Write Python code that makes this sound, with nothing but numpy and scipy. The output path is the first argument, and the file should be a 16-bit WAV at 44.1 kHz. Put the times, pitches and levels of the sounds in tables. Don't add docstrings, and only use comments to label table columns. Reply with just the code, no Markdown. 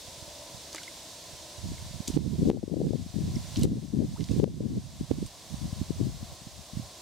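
import sys
import numpy as np
from scipy import signal
from scipy.fft import rfft, irfft, next_fast_len
from scipy.io import wavfile
from scipy.ndimage import uniform_filter1d, minimum_filter1d, map_coordinates

SR = 44100
rng = np.random.default_rng(int(sys.argv[2]) if len(sys.argv) > 2 else 0)


def inscribe(sig):
    pcm = np.round(np.clip(np.atleast_2d(sig).T, -1, 1) * 32767)
    wavfile.write(sys.argv[1], SR, pcm.astype(np.int16))


N = 309141
TIME = np.arange(N) / SR
FREQS = np.arange(N // 2 + 1) * SR / N
TOP_HZ = 15750

# start in seconds, level in dB, centre in Hz, decay in seconds.
FROG_SLAPS = [(0.729, -31, 5400, .0025), (0.747, -26.5, 6500, 0.0012), (0.748, -27.5, 1940, 0.00076),
              (0.746, -28, 690, 0.0025), (0.759, -27.5, 4800, .002), (0.766, -34, 2300, .0012),
              (0.782, -30, 2590, .0012), (0.832, -30.5, 6550, 0.00075), (0.834, -31, 3600, .0015),
              (2.075, -30, 4677, 0.012), (2.079, -17.5, 6900, 0.00064), (3.559, -22.5, 3060, 0.00091),
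              (3.57, -29.5, 5000, 0.003), (3.594, -32, 9010, 0.00074), (3.612, -33, 4660, 0.0044),
              (3.633, -22, 7608, 0.0012), (3.634, -22, 5100, 0.0011), (4.207, -30, 3560, 0.0021),
              (4.241, -29, 4500, 0.0013), (4.287, -28.5, 3225, .0012), (4.31, -40, 5140, 0.015),
              (5.262, -31.5, 6600, 0.0033)]
# start in seconds, level in dB, pitch in Hz, rise in octaves per decay.
AIR_POCKETS = [(0.744, -39.5, 312, .05), (0.779, -40, 1420, 0.14), (0.781, -35, 1980, 0.11),
               (0.815, -46, 1440, .03), (0.834, -41, 3220, 0.039), (0.878, -34, 2085, .02),
               (1.780, -46, 2110, .02), (3.357, -32, 5470, 0.019), (3.363, -42, 2105, 0.03),
               (3.623, -40, 2830, 0.047), (3.632, -31, 4053, .02), (4.159, -37.5, 834, 0.14),
               (4.171, -45, 1089, 0.26), (4.208, -45.5, 2056, 0.03), (4.317, -45.5, 2626, 0.019)]

# start in seconds, length in seconds, level at the windward port
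# in dB, left minus right in dB.
GUSTS = [(1.266, 0.18, -54.5, -13), (1.576, 0.044, -42, -10), (1.638, 0.047, -31, -9),
         (1.701, 0.038, -34, -3), (1.79, 0.12, -42, -2), (1.939, 0.03, -36, -12.5), (2.139, 0.033, -27, 2),
         (2.188, .17, -22.5, -14), (2.384, 0.13, -22.5, 3), (2.533, 0.05, -17, 11), (2.581, 0.069, -31, 8),
         (2.712, 0.023, -15.5, 18), (2.758, 0.061, -14.5, 13.5), (2.835, 0.036, -17, -8),
         (2.883, 0.074, -21, 14), (2.983, 0.039, -26, 8), (3.029, 0.064, -35, 5.5), (3.144, 0.072, -24, 18),
         (3.225, .15, -29, 0), (3.39, .15, -36, -6), (3.57, 0.063, -26, 0), (3.639, .14, -20.5, 3),
         (3.815, 0.043, -26.5, 7), (3.861, .07, -33, 13.5), (3.933, .12, -20.5, 8.5),
         (4.077, .066, -32, -2), (4.186, 0.039, -27, -11.5), (4.239, 0.061, -33, -5),
         (4.296, 0.075, -22.5, -12), (4.387, 0.11, -20, 9), (4.494, 0.086, -26, -5),
         (4.604, 0.06435, -20, 6), (4.699, .085, -23, 3), (4.819, 0.23, -34, -6), (5.103, 0.032, -26, -7),
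         (5.152, 0.098, -29, -5), (5.508, 0.029, -36, -17.5), (5.563, 0.044, -38, 8),
         (5.615, 0.079, -34, 6), (5.758, 0.046, -37.5, 4), (5.801, .025, -31.5, -8.5),
         (5.86, 0.11, -40, -3), (5.987, 0.11, -29, 5.5), (6.106, 0.066, -40, 4), (6.209, 0.031, -38, 2.5),
         (6.278, 0.064, -47.5, -2.5), (6.52, 0.094, -48.5, 5), (6.74, 0.032, -40, 3),
         (6.78, 0.056, -40, -4.5)]
# time in seconds, level in dB, pitch in Hz,
# left minus right in dB.
BUFFETS = [(0.083, -37, 120, -23), (.182, -38, 130, -14), (0.226, -35, 130, -22), (0.282, -36, 118, -17),
           (0.547, -33, 125, -23), (0.576, -36, 120, -16), (1.65, -27, 124, -18), (1.659, -26, 201, -20),
           (1.72, -24, 228, -11), (2.005, -20, 169, -30), (2.085, -18.5, 225, 25), (2.103, -16.5, 232, -17),
           (2.144, -24, 190, 8), (2.168, -4.5, 230, -20), (2.174, -1.5, 278.9, -35), (2.278, -11, 186, -16),
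           (2.396, -9.5, 170.1, -15), (2.422, -10.5, 269.8, 12), (2.431, -8, 278, 16),
           (2.464, -9.5, 170.2, 21), (2.476, -5.5, 282, 29), (2.487, -5.5, 292.9, 16), (2.501, 5, 328, 3),
           (2.514, -2, 269, 5.5), (2.533, -8.5, 291.6, 19), (2.548, -9.5, 232, -10),
           (2.573, -10.5, 421, 21), (2.631, -11, 400, 14), (2.638, -6, 259, 11), (2.68, -8.5, 310, 25.5),
           (2.699, -16.5, 360, 15), (2.721, -10.5, 212.1, 24), (2.741, -6.5, 363.5, 18),
           (2.769, -8.5, 348, 10), (2.804, -5.5, 313.2, 4.5), (2.816, -4.5, 383.4, 8.5),
           (2.843, -11.5, 348, -16), (2.869, -4.5, 211.5, -15.5), (2.908, -5.5, 249, 22),
           (2.935, -8, 410, 21.5), (2.956, -11, 315, 16), (3.064, -19, 180.5, 16.5),
           (3.185, -12.5, 150.7, 18.5), (3.239, -17, 150.2, -1.5), (3.368, -12.5, 189.1, -25),
           (3.582, -19.5, 199.5, 2), (3.645, -12.5, 301, 26), (3.654, -0.8, 270, 22), (3.673, -8, 229, -6),
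           (3.72, -7, 195, 6), (3.757, -9, 190.4, 15.5), (3.94, -9, 189.2, 24), (3.99, -6, 198.7, 20),
           (4.004, -11, 210.1, 11.5), (4.047, -12, 230.6, -13.5), (4.19, -22.5, 151.1, -16),
           (4.215, -15, 213.3, -25), (4.314, -8, 197.6, -25), (4.336, -15, 230.5, -18),
           (4.365, -13.5, 257.4, -17), (4.4, -1.5, 320, 32), (4.434, -5, 291.3, 8), (4.442, 3.5, 364, 30),
           (4.478, -9.5, 358, 19.5), (4.607, -7, 321.2, -13), (4.657, -7.5, 187.8, 21.5),
           (4.708, -10.5, 190, 18), (4.783, -18, 169.9, -21), (5.012, -14, 211.5, 9), (5.114, -1, 299, -26),
           (5.187, -15, 201, -13.5), (5.228, -14, 260, -8), (5.543, -19.5, 160.1, -28),
           (5.73, -19.5, 150.1, 7), (5.816, -16.5, 180.8, -7.5), (5.907, -13.5, 258.7, 26),
           (6.001, -23, 279.3, 16), (6.013, -10.5, 238.3, 22), (6.07, -16, 209.2, 18),
           (6.23, -25, 178.8, 9), (6.42, -35.5, 138.4, 10), (6.471, -29, 177.3, -8),
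           (6.594, -32, 138.8, 19.5), (6.736, -26.5, 159.4, 17), (6.773, -20, 158.1, -6),
           (6.798, -19.5, 167.9, -18)]
# frequency in Hz, relative level in dB.
WIND_SPECTRUM = [(20, -24), (55, -1), (95, 2.5), (170, 2), (260, -8), (380, -18.5), (520, -32.5),
                 (750, -52), (1400, -63), (4000, -100)]
# frequency in Hz, relative level in dB.
SNAP_SPECTRUM = [(300, -18), (750, 18), (1400, -3), (3200, -1), (6000, -11), (15000, -25)]

# frequency in Hz, relative level in dB.
LEAF_SPECTRUM = [(740, -56), (1250, -10), (1560, -6.5), (1760, -4.5), (1920, -5), (2130, -3.5), (2320, -5),
                 (3160, -1), (3480, 2.5), (3910, 3), (6260, 1.5), (8620, -2), (12900, -14), (14700, -13.5),
                 (16000, -22)]
# time in seconds, hiss level in dB.
LEAF_LEVEL = [(0, -47), (.9, -47), (1.9, -48), (3.5, -45.5), (4, -48.5), (5, -47), (5.7, -49.5),
              (6.3, -50.5), (7, -50)]
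# frequency in Hz, correlation.
LEAF_LIKENESS = [(1000, 0.92), (2400, 0.68), (4400, 0.71), (8000, 0.45), (15000, 0.058)]
# frequency in Hz, relative level in dB.
HUM_SPECTRUM = [(30, -2), (70, 7.5), (240, 0), (315, 4), (430, -2), (510, 3.5), (605, 6), (690, 5),
                (790, -3), (930, 1.5), (1010, 1.5), (1160, -8.5), (1600, -17)]
# time in seconds, level in dB.
HUM_LEVEL = [(0, -51.5), (.4, -51), (.55, -51), (1.3, -51.5), (1.7, -52.5), (3.5, -49.5), (4, -52.5),
             (5, -51), (6.2, -53.5), (6.33, -50), (6.37, -54), (7, -52)]
# pitch in Hz, level before the swell in dB.
WHINE_TONES = [(316, -68.5), (592, -60), (651, -64), (947, -72), (1012, -67)]
# time in seconds, gain in dB.
WHINE_SWELL = [(0, -8), (.2, 0.5), (.47, 7.5), (.6, -7), (1.5, 2), (2.5, -26), (7, -8)]


def frogs(spray_db=-24, spray_s=0.057, drop_hz=4200, drop_octaves=0.52, drop_cycles=4, drops=12):
    out = np.zeros(N)
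    for start, db, hz, decay in FROG_SLAPS:
        add(out, start, undb(db) * slap(hz, decay))
        for late, pitch, size in rng.standard_normal((drops, 3)):
            ring_hz = min(drop_hz * 2 ** (pitch * drop_octaves), TOP_HZ)
            droplet = bubble(ring_hz, drop_cycles / ring_hz, rise=0.017)
            add(out, start + spray_s * abs(late), undb(db + spray_db + 0.98 * size) * droplet)
    for start, db, hz, rise in AIR_POCKETS:
        decay = 0.0047 * (2000 / hz) ** 0.45
        add(out, start, undb(db) * bubble(hz, decay, rise))
    return out


def slap(hz, decay, spread=1.46, rise_s=0.00016, wash_db=-23, wash_s=0.021):
    t = np.arange(SR // 10) / SR
    band = signal.butter(2, [hz / spread, min(hz * spread, SR * 4 / 9)], "band", fs=SR, output="sos")
    grain = signal.sosfilt(band, rng.standard_normal(len(t)))
    swell = (np.exp(-t / decay) + undb(wash_db) * np.exp(-t / wash_s)) * (1 - np.exp(-t / rise_s))
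    return grain / grain.std() / 2 * swell / swell.max()


def bubble(hz, decay, rise):
    t = np.arange(int(5 * decay * SR)) / SR
    pitch = hz * 2 ** (rise * np.minimum(t / decay, 2))
    envelope = np.exp(-(t / decay) ** 2 / 2) * (1 - np.exp(-t * hz / 2))
    return np.sin(2 * np.pi * np.cumsum(pitch) / SR) * envelope


def tree_echo(sound, echo_db=-15, t60=0.16):
    t = np.arange(SR // 2) / SR
    tail = rng.standard_normal((2, len(t))) * np.exp(-np.log(1000) * t / t60)
    tail /= np.sqrt(np.sum(tail ** 2, axis=1, keepdims=True))
    echo = signal.fftconvolve(sound[None], tail, axes=1)[:, :N]
    return sound * sides(-0.58) + undb(echo_db) * echo


def gust_levels(lull_db=-70.5, attack_s=0.00703, release_s=0.017, wake_db=-23, wake_s=0.36,
                churn_db=-13.5, churn_s=0.009):
    force = np.full((2, N), undb(lull_db))
    for start, length, db, pan_db in GUSTS:
        before, after = np.maximum(start - TIME, 0), np.maximum(TIME - start - length, 0)
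        attack = np.exp(-before / attack_s)
        release = np.maximum(np.exp(-after / release_s), undb(wake_db) * np.exp(-after / wake_s))
        force = np.maximum(force, undb(db) * attack * release * windward(pan_db))
    for at, db, _, pan_db in BUFFETS:
        churn = undb(db + churn_db) * np.exp(-np.abs(TIME - at) / churn_s)
        force = np.maximum(force, churn * windward(pan_db))
    return 20 * np.log10(force)


def port_rumble(wind_db, usual_db=-30, db_per_octave=21, flutter_db=3.0, cap_db=-17.0):
    force_db = wind_db + flutter_db * walk(110)
    speed = np.clip(2 ** ((force_db - usual_db) / db_per_octave), 0.6, 2)
    eddies = at_speed(noise(WIND_SPECTRUM, size=2 * N), speed)
    return eddies * undb(np.minimum(force_db, cap_db) + 0.5)


def small_eddies(wind_db, over_db=5, scatter_db=3.5, cap_db=-20, count=150, lead_s=0.02):
    out = np.zeros(N)
    t = np.arange(int(2 * lead_s * SR)) / SR - lead_s
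    for at, size in zip(rng.uniform(lead_s, TIME[-1], count), rng.standard_normal(count)):
        db = min(wind_db[int(at * SR)] + over_db + scatter_db * size, cap_db)
        hz = 285 * 2 ** (db / 33)
        add(out, at - lead_s, rng.choice([-1, 1]) * undb(db) * pressure_swing(t, hz))
    return out


def buffets(overload_db=-6, snap_db=-6, lead_s=0.02):
    out = np.zeros((2, N))
    t = np.arange(int(2 * lead_s * SR)) / SR - lead_s
    colour = undb(over_hz(SNAP_SPECTRUM, np.fft.rfftfreq(len(t), 1 / SR)))
    snap = np.fft.fftshift(irfft(colour, len(t)))
    snap *= undb(snap_db) / snap.max()
    for at, db, hz, pan_db in BUFFETS:
        excess = max(1 - undb(overload_db - db), 0)
        polarity = rng.choice([-1, 1])
        thump = pressure_swing(t, hz) - excess * snap
        add(out, at - lead_s, polarity * undb(db) * thump * windward(pan_db))
    return out


def pressure_swing(t, hz, width_cycles=0.31, skew_rad=0.54):
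    envelope = np.exp(-(t * hz / width_cycles) ** 2 / 2)
    return np.cos(2 * np.pi * hz * t + skew_rad * rng.standard_normal()) * envelope


def foliage(flutter_db=0.33):
    hiss = diffuse(LEAF_SPECTRUM, over_hz(LEAF_LIKENESS))
    return hiss * undb(curve(LEAF_LEVEL) + flutter_db * walk(12)) * sides(-1.1)


def far_hum(rise_per_s=0.011, flutter_db=0.42):
    speed = 1 + rise_per_s * TIME
    hum = np.array([at_speed(port, speed) for port in diffuse(HUM_SPECTRUM, likeness=0.94)])
    return hum * undb(curve(HUM_LEVEL) + flutter_db * walk(21))


def far_whine(waver=0.006, flicker_db=2.0):
    tones = np.zeros(N)
    for hz, db in WHINE_TONES:
        level = undb(db - flicker_db * walk(16))
        pitch = hz * (1 + waver * walk(8))
        tones += level * np.sin(2 * np.pi * np.cumsum(pitch) / SR)
    return tones * undb(curve(WHINE_SWELL))


def whistle(hz=14804, db=-85):
    return undb(db) * np.sin(2 * np.pi * hz * TIME)


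def diffuse(spectrum, likeness):
    mid = irfft(rfft(noise(spectrum)) * np.sqrt((1 + likeness) / 2), N)
    side = irfft(rfft(noise(spectrum)) * np.sqrt((1 - likeness) / 2), N)
    return np.array([mid + side, mid - side])


def noise(spectrum, size=N):
    padded = next_fast_len(size)
    colour = undb(over_hz(spectrum, np.fft.rfftfreq(padded, 1 / SR)))
    x = irfft(rfft(rng.standard_normal(padded)) * colour, padded)[:size]
    return x / x.std()


def walk(rate):
    hold = int(SR / rate)
    steps = np.repeat(rng.standard_normal(N // hold + 1), hold)
    return 1.2 * uniform_filter1d(uniform_filter1d(steps, hold), hold)[:N]


def at_speed(sound, speed):
    return map_coordinates(sound, [np.cumsum(speed)], order=1, mode="wrap")


def undb(db):
    return 10 ** (np.asarray(db) / 20)


def curve(points):
    return np.interp(TIME, *np.transpose(points))


def over_hz(points, freqs=FREQS):
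    hz, value = np.transpose(points)
    return np.interp(np.log(freqs + 1), np.log(hz), value)


def sides(pan_db):
    return undb(np.array([[pan_db], [-pan_db]]) / 2)


def windward(pan_db):
    return sides(pan_db) / sides(pan_db).max()


def add(out, start, sound):
    i = int(start * SR)
    out[..., i:i + sound.shape[-1]] += sound[..., :max(N - i, 0)]


def scene():
    wind = np.array([port_rumble(db) + small_eddies(db) for db in gust_levels()])
    pond = tree_echo(frogs())
    background = foliage() + (far_hum() + far_whine()) * sides(0.5) + whistle()
    return pond + wind + buffets() + background


def record(dry, ceiling_db=-9.0, recovery_db_per_s=12, low_cut_hz=44):
    peak_db = 20 * np.log10(np.abs(dry).max(axis=0) + 1e-9)
    over_db = np.maximum(peak_db - ceiling_db, 0)
    ramp_db = recovery_db_per_s * TIME
    duck_db = np.maximum.accumulate(over_db + ramp_db) - ramp_db
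    gain = uniform_filter1d(minimum_filter1d(undb(-duck_db), size=101), size=101)
    low_cut = signal.butter(2, low_cut_hz, "high", fs=SR, output="sos")
    top_cut = signal.ellip(10, 0.2, 80, TOP_HZ, fs=SR, output="sos")
    return signal.sosfilt(top_cut, signal.sosfilt(low_cut, dry * gain))


dry = scene()
out = record(dry)
inscribe(out)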